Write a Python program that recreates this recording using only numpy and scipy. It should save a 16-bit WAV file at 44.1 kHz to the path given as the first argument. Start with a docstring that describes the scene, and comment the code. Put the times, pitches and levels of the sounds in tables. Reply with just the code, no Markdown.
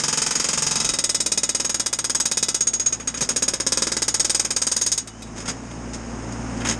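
"""In a walled yard, a hydraulic breaker on a small digger hammers concrete.
Each piston blow cracks the slab, thuds in the ground and rings the steel chisel and its casing.
The digger rocks on its tracks; stray chisel blows and short scrapes add grit, clanks and low thuds.
The diesel engine runs throughout and is heard louder once the hammering stops and a valve squeals.
The walls echo the blows and scrapes, and the housing of a nearby camera colours the treble."""
import sys
import numpy as np
from scipy import signal
from scipy.fft import rfft, irfft, next_fast_len
from scipy.io import wavfile
from scipy.ndimage import uniform_filter1d, map_coordinates

SR = 44100
rng = np.random.default_rng(int(sys.argv[2]) if len(sys.argv) > 2 else 0)


def waveform_to_disk(signal):
    """Save audio, clipped to [-1, 1], as 16-bit WAV at the path in sys.argv[1]."""
    frames = np.transpose(np.atleast_2d(signal))
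    scaled = np.clip(frames, -1, 1) * 32767
    samples = np.round(scaled).astype(np.int16)
    wavfile.write(sys.argv[1], SR, samples)


N = 299439


def amp(db):
    return 10 ** (np.asarray(db) / 20)


def unit(x):
    return x / np.sqrt(np.mean(x ** 2) + 1e-20)


def along(points, hz):
    """Reads a curve of (Hz, value) points on a log frequency axis."""
    f, v = np.transpose(points)
    return np.interp(np.log(hz + 1), np.log(f + 1), v)


def wobble(rate):
    """A smooth random curve through `rate` points a second."""
    return map_coordinates(rng.standard_normal(int(N * rate / SR) + 4), [np.arange(N) * rate / SR])


def filtered(x, response):
    """Scales each frequency in x by response(hz)."""
    size = next_fast_len(N + SR // 2)
    return irfft(rfft(x, size) * response(np.fft.rfftfreq(size, 1 / SR)), size)[..., :N]


def noise(colour):
    """Steady noise with the given balance of low and high."""
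    return unit(filtered(rng.standard_normal(N), lambda hz: amp(along(colour, hz))))


def placed(times, rows):
    """Adds each row of samples at its start time, which may be up to a second early."""
    at = np.round((np.asarray(times) + 1) * SR).astype(int)[:, None] + np.arange(rows.shape[1])
    return np.bincount(at.ravel(), rows.ravel(), SR + N)[SR:SR + N]


def drifting(count, size, alike):
    """Random numbers, one row per blow; each row resembles the one before."""
    fresh = rng.standard_normal((count + 20, size))
    return signal.lfilter([np.sqrt(1 - alike ** 2)], [1, -alike], fresh, axis=0)[20:]


def bursts(colour, count, size, alike):
    """Noise, one row per blow: the same steel on the same spot sounds nearly the same."""
    gains = amp(along(colour, np.fft.rfftfreq(size, 1 / SR)))
    return unit(irfft(rfft(drifting(count, size, alike)) * gains, size))


def ringing(notes, count, t, scatter_db, detune, turn, attack_s):
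    """Fading notes, one row per blow: level, pitch and phase drift as the contact changes."""
    rows = np.zeros((count, len(t)))
    for hz, db, fade_s in notes:
        level, pitch, phase = drifting(count, size=3, alike=0.56).T[:, :, None]
        cycles = hz * (1 + detune * pitch) * t + turn * phase
        rows += amp(db + scatter_db * level - 60 * t / fade_s) * np.sin(2 * np.pi * cycles)
    return rows * (1 - np.exp(-t / attack_s))


def snap(t):
    """The loudness of one impact: a sharp rise and a quick fade."""
    t = t.clip(0)
    return amp(-60 * t / 0.054) * (1 - np.exp(-(t / 0.00082) ** 2))


# The noise of cracking concrete, then of loose chips. Each row: frequency in Hz, relative level in dB.
CRACK_COLOUR = [(1500, -14), (3000, -5.5), (5000, 7), (8000, 1.5), (13000, 2)]
CHIP_COLOUR = [(1500, -18), (2200, -22), (2750, -19), (3600, -2), (4400, 0.5), (5200, 2), (8000, -1),
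               (10000, -9), (13000, -20)]

def concrete_crack(t, db, lag_s, rattle):
    """The piston lands with a steel tick, the concrete gives way just after, and chips chatter on."""
    impact = amp(-2) * snap(t) + snap(t - lag_s + 0.00083)
    tick_db = -7 + 4.4 * rng.standard_normal(db.shape)
    tick = amp(tick_db - 60 * (t - .001).clip(0) / .006) * (t > .001)
    crack = amp(db - 8) * (impact + tick) * bursts(CRACK_COLOUR, len(db), len(t), alike=0.85)
    chips = amp(db - 9) * rattle * bursts(CHIP_COLOUR, len(db), len(t), alike=0.3)
    return crack + chips


# The noise of a clank. Each row: frequency in Hz, relative level in dB.
CLANK_COLOUR = [(400, -14), (800, -0.5), (1400, 2.5), (2200, -0.5), (3200, -1), (5000, -16.5)]
# The casing's notes. Each row: pitch in Hz, relative level in dB, seconds to fade by 60 dB.
CASING_NOTES = [(1321, -5, 0.19), (1618, -8, 0.079), (2030, -3, 0.17), (2510, 4, 0.063), (2930, -2, 0.2),
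                (3437, 1, 0.22), (3760, 6.5, 0.1), (3874, 9, 0.094), (4732, 2, .1)]

def casing_clank(t, clank_db, ring_db, rattle):
    """The steel casing clanks with the blow and the rattle, then rings on."""
    count = len(clank_db)
    clank = (snap(t) + amp(3) * rattle) * bursts(CLANK_COLOUR, count, len(t), alike=.9)
    ring = ringing(CASING_NOTES, count, t, scatter_db=1.5, detune=0.0047, turn=0.22, attack_s=0.0047)
    return amp(clank_db) * clank + amp(ring_db) * ring


# The chisel's notes, main one first. Each row: pitch in Hz, relative level in dB, seconds to fade 60 dB.
CHISEL_NOTES = [(6612, 20, 0.097), (4520, -27, 0.034), (4900, -6.5, 0.064), (5100, -25, 0.034),
                (5030, -2, 0.057), (5140, 1, .08), (5350, -16, 0.033), (5770, -29, 0.043),
                (6870, -30, 0.11), (6900, 1, 0.14), (6760, -41, 0.071), (7400, -33, 0.14),
                (8150, 11, 0.082), (7730, -14, 0.074), (8590, 7, 0.072), (8750, 5, 0.088)]

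def chisel_ring(t, main_db, others_db, lag_s):
    """The chisel's main note builds until the crack; rubbing on stone roughens all its notes."""
    count = len(main_db)
    others = ringing(CHISEL_NOTES[1:], count, t, scatter_db=1, detune=.01495, turn=.23, attack_s=.0018)
    main = ringing(CHISEL_NOTES[:1], count, t, scatter_db=1.4, detune=.0023, turn=.12, attack_s=.00071)
    swell = 1 - np.exp(-(t / (lag_s + 0.00017)) ** 2)
    rubbing_db = 3 * unit(uniform_filter1d(rng.standard_normal(main.shape), 90, axis=1))
    return (amp(others_db) * others + amp(main_db) * swell * main) * amp(rubbing_db)


# Notes of the slab, then the digger's arm. Each row: pitch in Hz, relative dB, seconds to fade 60 dB.
SLAB_NOTES = [(230.7, 2.5, 0.031), (284, -9.5, 0.096), (342.4, -10, 0.12), (448, -3.5, 0.03),
              (542, -8.5, 0.11)]
ARM_NOTES = [(147, 1.5, 0.14), (226, -10, 0.22), (265.6, -4, 0.21), (453.4, -8.5, 0.25), (597, -4, .06),
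             (735, 3, 0.055), (868.5, -8, 0.57), (1016, -4.5, 0.14), (1191, 7.5, 0.043), (2567, -3.5, 0.11),
             (3030, 1, 0.067)]

def ground_thud(t, db, slab_db, arm_db, jolt_hz=350, jolt_s=0.0011):
    """The slab jolts down and up, then it and the digger's arm ring."""
    jolt = np.sin(2 * np.pi * jolt_hz * (t - .0022)) * np.exp(-((t - .0024) / jolt_s) ** 2)
    slab = ringing(SLAB_NOTES, len(db), t, scatter_db=2, detune=0.031, turn=0.11, attack_s=0.005)
    arm = ringing(ARM_NOTES, len(db), t, scatter_db=1, detune=.004, turn=.03, attack_s=.001)
    return amp(db) * (jolt + amp(slab_db) * slab + amp(arm_db) * arm)


# The piston's blows. Each row: start in seconds, strength in dB.
PISTON_BLOWS = [(-.0085, -13.5), (0.0365, -12), (0.0816, -12), (.128, -12.5), (0.1741, -11.5),
                (0.2184, -11.5), (0.2634, -12.5), (.308, -13), (.3534, -12.5), (0.398, -12),
                (0.4424, -12.5), (.487, -11), (0.5314, -13), (0.5759, -11.5), (0.622, -11), (0.666, -11.5),
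                (0.7105, -12.5), (0.756, -12.5), (0.8013, -12), (0.8456, -10.5), (0.8903, -11),
                (.9367, -12.5), (0.987, -8.5), (1.0398, -7.5), (1.0931, -8.5), (1.146, -7.5), (1.203, -8),
                (1.2614, -8), (1.3186, -7.5), (1.3752, -8), (1.4329, -7.5), (1.491, -9.5), (1.548, -9.5),
                (1.5987, -10.5), (1.6466, -11.5), (1.6946, -11), (1.7433, -10.5), (1.797, -8.5),
                (1.861, -8.5), (1.9288, -9.5), (1.988, -12.5), (2.0429, -11), (2.097, -11), (2.1487, -9.5),
                (2.2004, -8.5), (2.255, -8), (2.3144, -9), (2.3719, -8.5), (2.4271, -7.5), (2.4846, -9),
                (2.5445, -8), (2.607, -10), (2.6704, -11.5), (2.7345, -13.5), (2.7975, -15),
                (2.8604, -15.5), (2.9245, -18.5), (2.9989, -30), (3.0738, -15), (3.1419, -23.5),
                (3.2081, -14), (3.2902, -11.5), (3.3616, -9), (3.423, -9), (3.4808, -9.5), (3.5361, -11.5),
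                (3.6005, -13), (3.6656, -9.5), (3.7215, -8), (3.7732, -10), (3.821, -8), (3.8693, -12.5),
                (3.9185, -12), (3.9669, -11.5), (4.02, -9), (4.0811, -7.5), (4.1422, -7.5), (4.1971, -6.5),
                (4.2464, -8), (4.2967, -6.5), (4.3466, -7), (4.3956, -8), (4.448, -12.5), (4.5052, -10.5),
                (4.5633, -9), (4.6174, -9), (4.6679, -9), (4.7158, -8.5), (4.7643, -8), (4.813, -8),
                (4.863, -7.5), (4.918, -7.5), (4.977, -10.5), (5.0737, -24.5), (5.2207, -26.5),
                (5.2701, -44)]
# How the chisel sits in the slab. Each row: time in seconds, looseness from 0 (tight) to 1 (loose),
# then relative levels in dB for the ground thud, casing clank, chisel ring and casing ring.
CHISEL_SEATING = [(0, 0.86, -17.5, -29, -39, -12), (.56, 0.84, -17, -28, -42, -15),
                  (.75, 0.97, -20.5, -29.5, -24, 3), (.93, 0.62, -14.5, -30, -37, 4.5),
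                  (1.0, 0.13, -17, -28.5, -24, -2), (1.45, 0.22, -14.5, -29, -37, 0.5),
                  (1.65, 0.15, -16, -26, -17.5, -3.5), (1.862, 0.04, -18, -27, -33, -1.5),
                  (2.15, 0.06, -18, -25.5, -19, -4), (2.48, 0.32, -14.5, -29.5, -38, 1.5),
                  (2.62, 0.16, -17.5, -31, -14.5, -4), (2.95, 0.69, -21, -31, -10, -1),
                  (3.148, 0.27, -20, -26, -17, 5), (3.3, 0.2, -13, -26, -23, -7),
                  (3.9, 0.46, -11, -27, -31, -0.5), (4.08, 0.23, -16.5, -26.5, -30, -3.5),
                  (4.5, 0.23, -16, -26.5, -29.5, -8), (4.87, 0.3, -21, -30.5, -22, -6.5),
                  (5.3, 0.25, -42, -41, -39, 8.5)]

def breaker(usual_blow_db=-11):
    """A piston hits the chisel; the force and the chisel's seating shape each blow."""
    starts, db = np.transpose(PISTON_BLOWS)[:, :, None]
    times, *columns = np.transpose(CHISEL_SEATING)
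    loose, thud_db, clank_db, chisel_db, casing_db = (np.interp(starts, times, c) for c in columns)

    def tight_to_loose(tight_value, loose_value):
        return np.interp(loose, [0, 1], [tight_value, loose_value])

    t = np.arange(4608) / SR
    force_db = db - usual_blow_db
    # the wait between the piston landing and the concrete giving way
    lag_s = tight_to_loose(0.0047, 0.00063) * np.exp(0.31 * rng.standard_normal(starts.shape))
    # a loose chisel rattles louder and longer
    rattle_db, rattle_s = tight_to_loose(-8.5, 2), tight_to_loose(.12, .17)
    rattle = amp(rattle_db - 60 * t / rattle_s) * (1 - np.exp(-t / 0.0039))
    crack = concrete_crack(t, db, lag_s, rattle)
    casing = casing_clank(t, clank_db + 0.23 * force_db, casing_db + force_db - 36, rattle)
    chisel = chisel_ring(t, chisel_db + force_db - 25, db - 23.5, lag_s)
    thud = ground_thud(t, thud_db + 0.13 * force_db - 2.5,
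                       slab_db=tight_to_loose(-5.5, -3), arm_db=tight_to_loose(-38.5, -5))
    fade_out = 1 - (t / t[-1]) ** 8
    return placed(starts[:, 0] - .001, (crack + casing + chisel + thud) * fade_out)


# The engine as it is heard, louder once the hammering stops.
# Each row: time in seconds, firings a second, exhaust level in dB, hum level in dB.
ENGINE_AS_HEARD = [(0, 55.8, -40, -50), (.8, 56.7, -39.5, -42), (1.1, 56.4, -42, -43),
                   (2.5, 56.8, -42.5, -46), (3.05, 55.5, -42, -39.5), (3.3, 57, -40.5, -41.5),
                   (4, 56.5, -40, -39.5), (4.6, 56.75, -43, -42), (5.05, 56, -44.5, -42.5),
                   (5.3, 55.2, -39, -36), (5.46, 54.64, -35.5, -35), (5.6, 59.75, -37.5, -37),
                   (5.901, 57.4, -35, -32), (6.33, 58, -32.5, -30), (6.6, 58.04, -30, -29),
                   (6.79, 57.7, -32.5, -30)]
# The hum of engine and pump. Each row: multiple of the firing rate, relative level in dB.
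HUM_TONES = [(1, -2.5), (2, -2.5), (2.93, -10.5), (3.55, -21), (4, -3), (4.58, -7), (5, -19.5), (6.33, -19),
             (8, -22)]
# The noise of the exhaust, then of the valves. Each row: frequency in Hz, relative level in dB.
EXHAUST_COLOUR = [(20, -16), (36, -11), (60, -19), (85, -15), (140, -4), (230, 1.5), (400, -7), (800, -9),
                  (1500, -15.5), (3000, -24), (6000, -103)]
CLATTER_COLOUR = [(300, 3), (700, 0.5), (1500, 1.5), (3000, -8.5), (6000, -4), (9500, -11), (13000, -60)]

def diesel_engine():
    """The firings make a hum and put a beat into the exhaust roar and the valve clatter."""
    times, *columns = np.transpose(ENGINE_AS_HEARD)
    t = np.arange(N) / SR
    firing_hz, exhaust_db, hum_db = (np.interp(t, times, c) for c in columns)
    firings = np.cumsum(firing_hz) / SR
    hum = np.zeros(N)
    for multiple, db in HUM_TONES:
        level = amp(db + 0.61 * multiple * wobble(8.7))
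        cycles = multiple * (firings + 0.0096 * wobble(12)) + rng.random()
        hum += level * np.sin(2 * np.pi * cycles)
    uneven = np.where(firings % 2 < 1, 1, .7)  # the cylinders differ
    beat = uneven * np.exp(-(firings % 1) / 0.33)
    roar = unit((1.8 + beat) * noise(EXHAUST_COLOUR)) * amp(exhaust_db + 0.9 * wobble(8))
    clatter_db = -47 + 0.67 * (exhaust_db + 40)  # follows the exhaust level
    clatter = unit((4.7 + beat) * noise(CLATTER_COLOUR)) * amp(clatter_db + 0.4 * wobble(5))
    return amp(hum_db) * hum + roar + clatter


# The digger's thumps. Each row: start in seconds, level in dB.
TRACK_THUMPS = [(.85, -33), (.9, -36), (2.33, -43), (3.19, -36), (4.82, -43)]

def digger_rocking(hz=42, rise_s=.008, fade_s=.2):
    """The digger rocks on its tracks with low, soft thumps."""
    starts, db = np.transpose(TRACK_THUMPS)[:, :, None]
    t = np.arange(SR // 4) / SR
    shape = amp(db - 60 * t / fade_s) * (1 - np.exp(-t / rise_s))
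    return placed(starts[:, 0], shape * np.sin(2 * np.pi * hz * t))


# Stray chisel blows and short scrapes. Each row: start in seconds, level in dB, dB added for its clank.
STRAY_BLOWS_AND_SCRAPES = [(3.171, -13, -14), (3.2174, -4, -18), (3.296, -9, -14), (5.362, -25, -9),
                           (5.378, -21.5, -13.5), (5.4017, -20.5, -12), (5.456, -18, -9),
                           (5.479, -8.5, -11), (5.708, -29, -8), (5.934, -17, -13.5), (6.3205, -24, -18),
                           (6.57, -26, -10), (6.607, -26.5, 0), (6.649, -11, -6), (6.6704, -17, -9),
                           (6.6877, -8, -15), (6.707, -14, -7.5)]
# Their low thud. Each row: frequency in Hz, relative level in dB.
THUD_COLOUR = [(40, -14), (90, -13), (150, 2), (260, -3), (500, -0.5), (900, -16), (2000, -48)]

def stray_blows_and_scrapes(rise_s=0.006, fade_s=0.017, grit_db=-12.5, thud_db=-16):
    """The chisel strikes or scrapes briefly, each time with grit, a clank and a low thud."""
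    starts, db, clank_db = np.transpose(STRAY_BLOWS_AND_SCRAPES)[:, :, None]
    t = np.arange(SR // 8) / SR
    shape = amp(db) * (1 - np.exp(-t / rise_s)) * np.exp(-t / fade_s)
    layers = [(grit_db, CHIP_COLOUR), (clank_db, CLANK_COLOUR), (thud_db, THUD_COLOUR)]
    roughness = amp(1.93 * wobble(300))
    return roughness * sum(placed(starts[:, 0] - .002, amp(layer_db) * shape) * noise(colour)
                           for layer_db, colour in layers)


# The valve's whistle. Each row: time in seconds, pitch in Hz, level in dB.
VALVE_WHISTLE = [(5.07, 2900, -72), (5.11, 2930, -51), (5.21, 3150, -58), (5.251, 3250, -72)]

def valve_squeal():
    """Pressure bleeds off through a valve: a thin rising whistle with its octave."""
    times, hz, db = np.transpose(VALVE_WHISTLE)
    t = np.arange(N) / SR
    phase = 2 * np.pi * np.cumsum(np.interp(t, times, hz) + 8 * wobble(60)) / SR
    level = amp(np.interp(t, times, db, left=-120, right=-120) + 2 * wobble(40))
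    return level * (np.sin(phase) + .6 * np.sin(2 * phase))


# Echoes off the walls. Each row: delay in seconds, level in dB.
WALL_ECHOES = [(.008, -23), (.013, -22.5), (.019, -22), (0.029, -27)]

def yard(x, tail_db=-14.5, tail_s=0.04):
    """Near walls send back a few echoes and a short, blurred tail."""
    t = np.arange(SR // 4) / SR
    tail = amp(-60 * t / tail_s) * rng.standard_normal(len(t))
    response = amp(tail_db) * unit(tail) / np.sqrt(len(t))
    response[0] = 1  # the direct sound
    for delay_s, db in WALL_ECHOES:
        response[round(delay_s * SR)] += amp(db)
    return signal.fftconvolve(x, response)[:N]


def scene():
    """All the sounds in one channel; only the blows and scrapes echo."""
    hammering = yard(breaker() + stray_blows_and_scrapes())
    return (hammering + diesel_engine() + digger_rocking() + valve_squeal())[None]


# How the camera housing colours the treble. 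Each row: frequency in Hz, boost or cut in dB.
HOUSING_COLOUR = [(3000, -2), (3800, -3), (4250, -8.5), (5200, 4.5), (5850, -1), (6600, 10), (7300, -0.5),
                  (8200, 0), (9400, -1), (10300, -16.5), (11400, -10.5), (12300, -26), (13300, -59)]

def record(dry, ceiling=.62, top_hz=13345):
    """The housing rings in the treble, loud peaks are rounded off and the highest treble is cut."""
    cepstrum = irfft(np.log(amp(along(HOUSING_COLOUR, np.fft.rfftfreq(2048, 1 / SR)))))
    # folding the second half onto the first makes the ringing follow a sound, never lead it
    cepstrum[1:1024] *= 2
    cepstrum[1025:] = 0
    housing_ring = irfft(np.exp(rfft(cepstrum)))
    housed = signal.fftconvolve(dry, housing_ring[None], axes=1)[:, :N]
    rounded = housed / (1 + np.abs(housed / ceiling) ** 4) ** (1 / 4)
    return filtered(rounded, lambda hz: amp(-700 * ((hz / top_hz).clip(.85, 1) - .85) ** 2)
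                    * (hz < top_hz))


dry = scene()
out = record(dry)
waveform_to_disk(out)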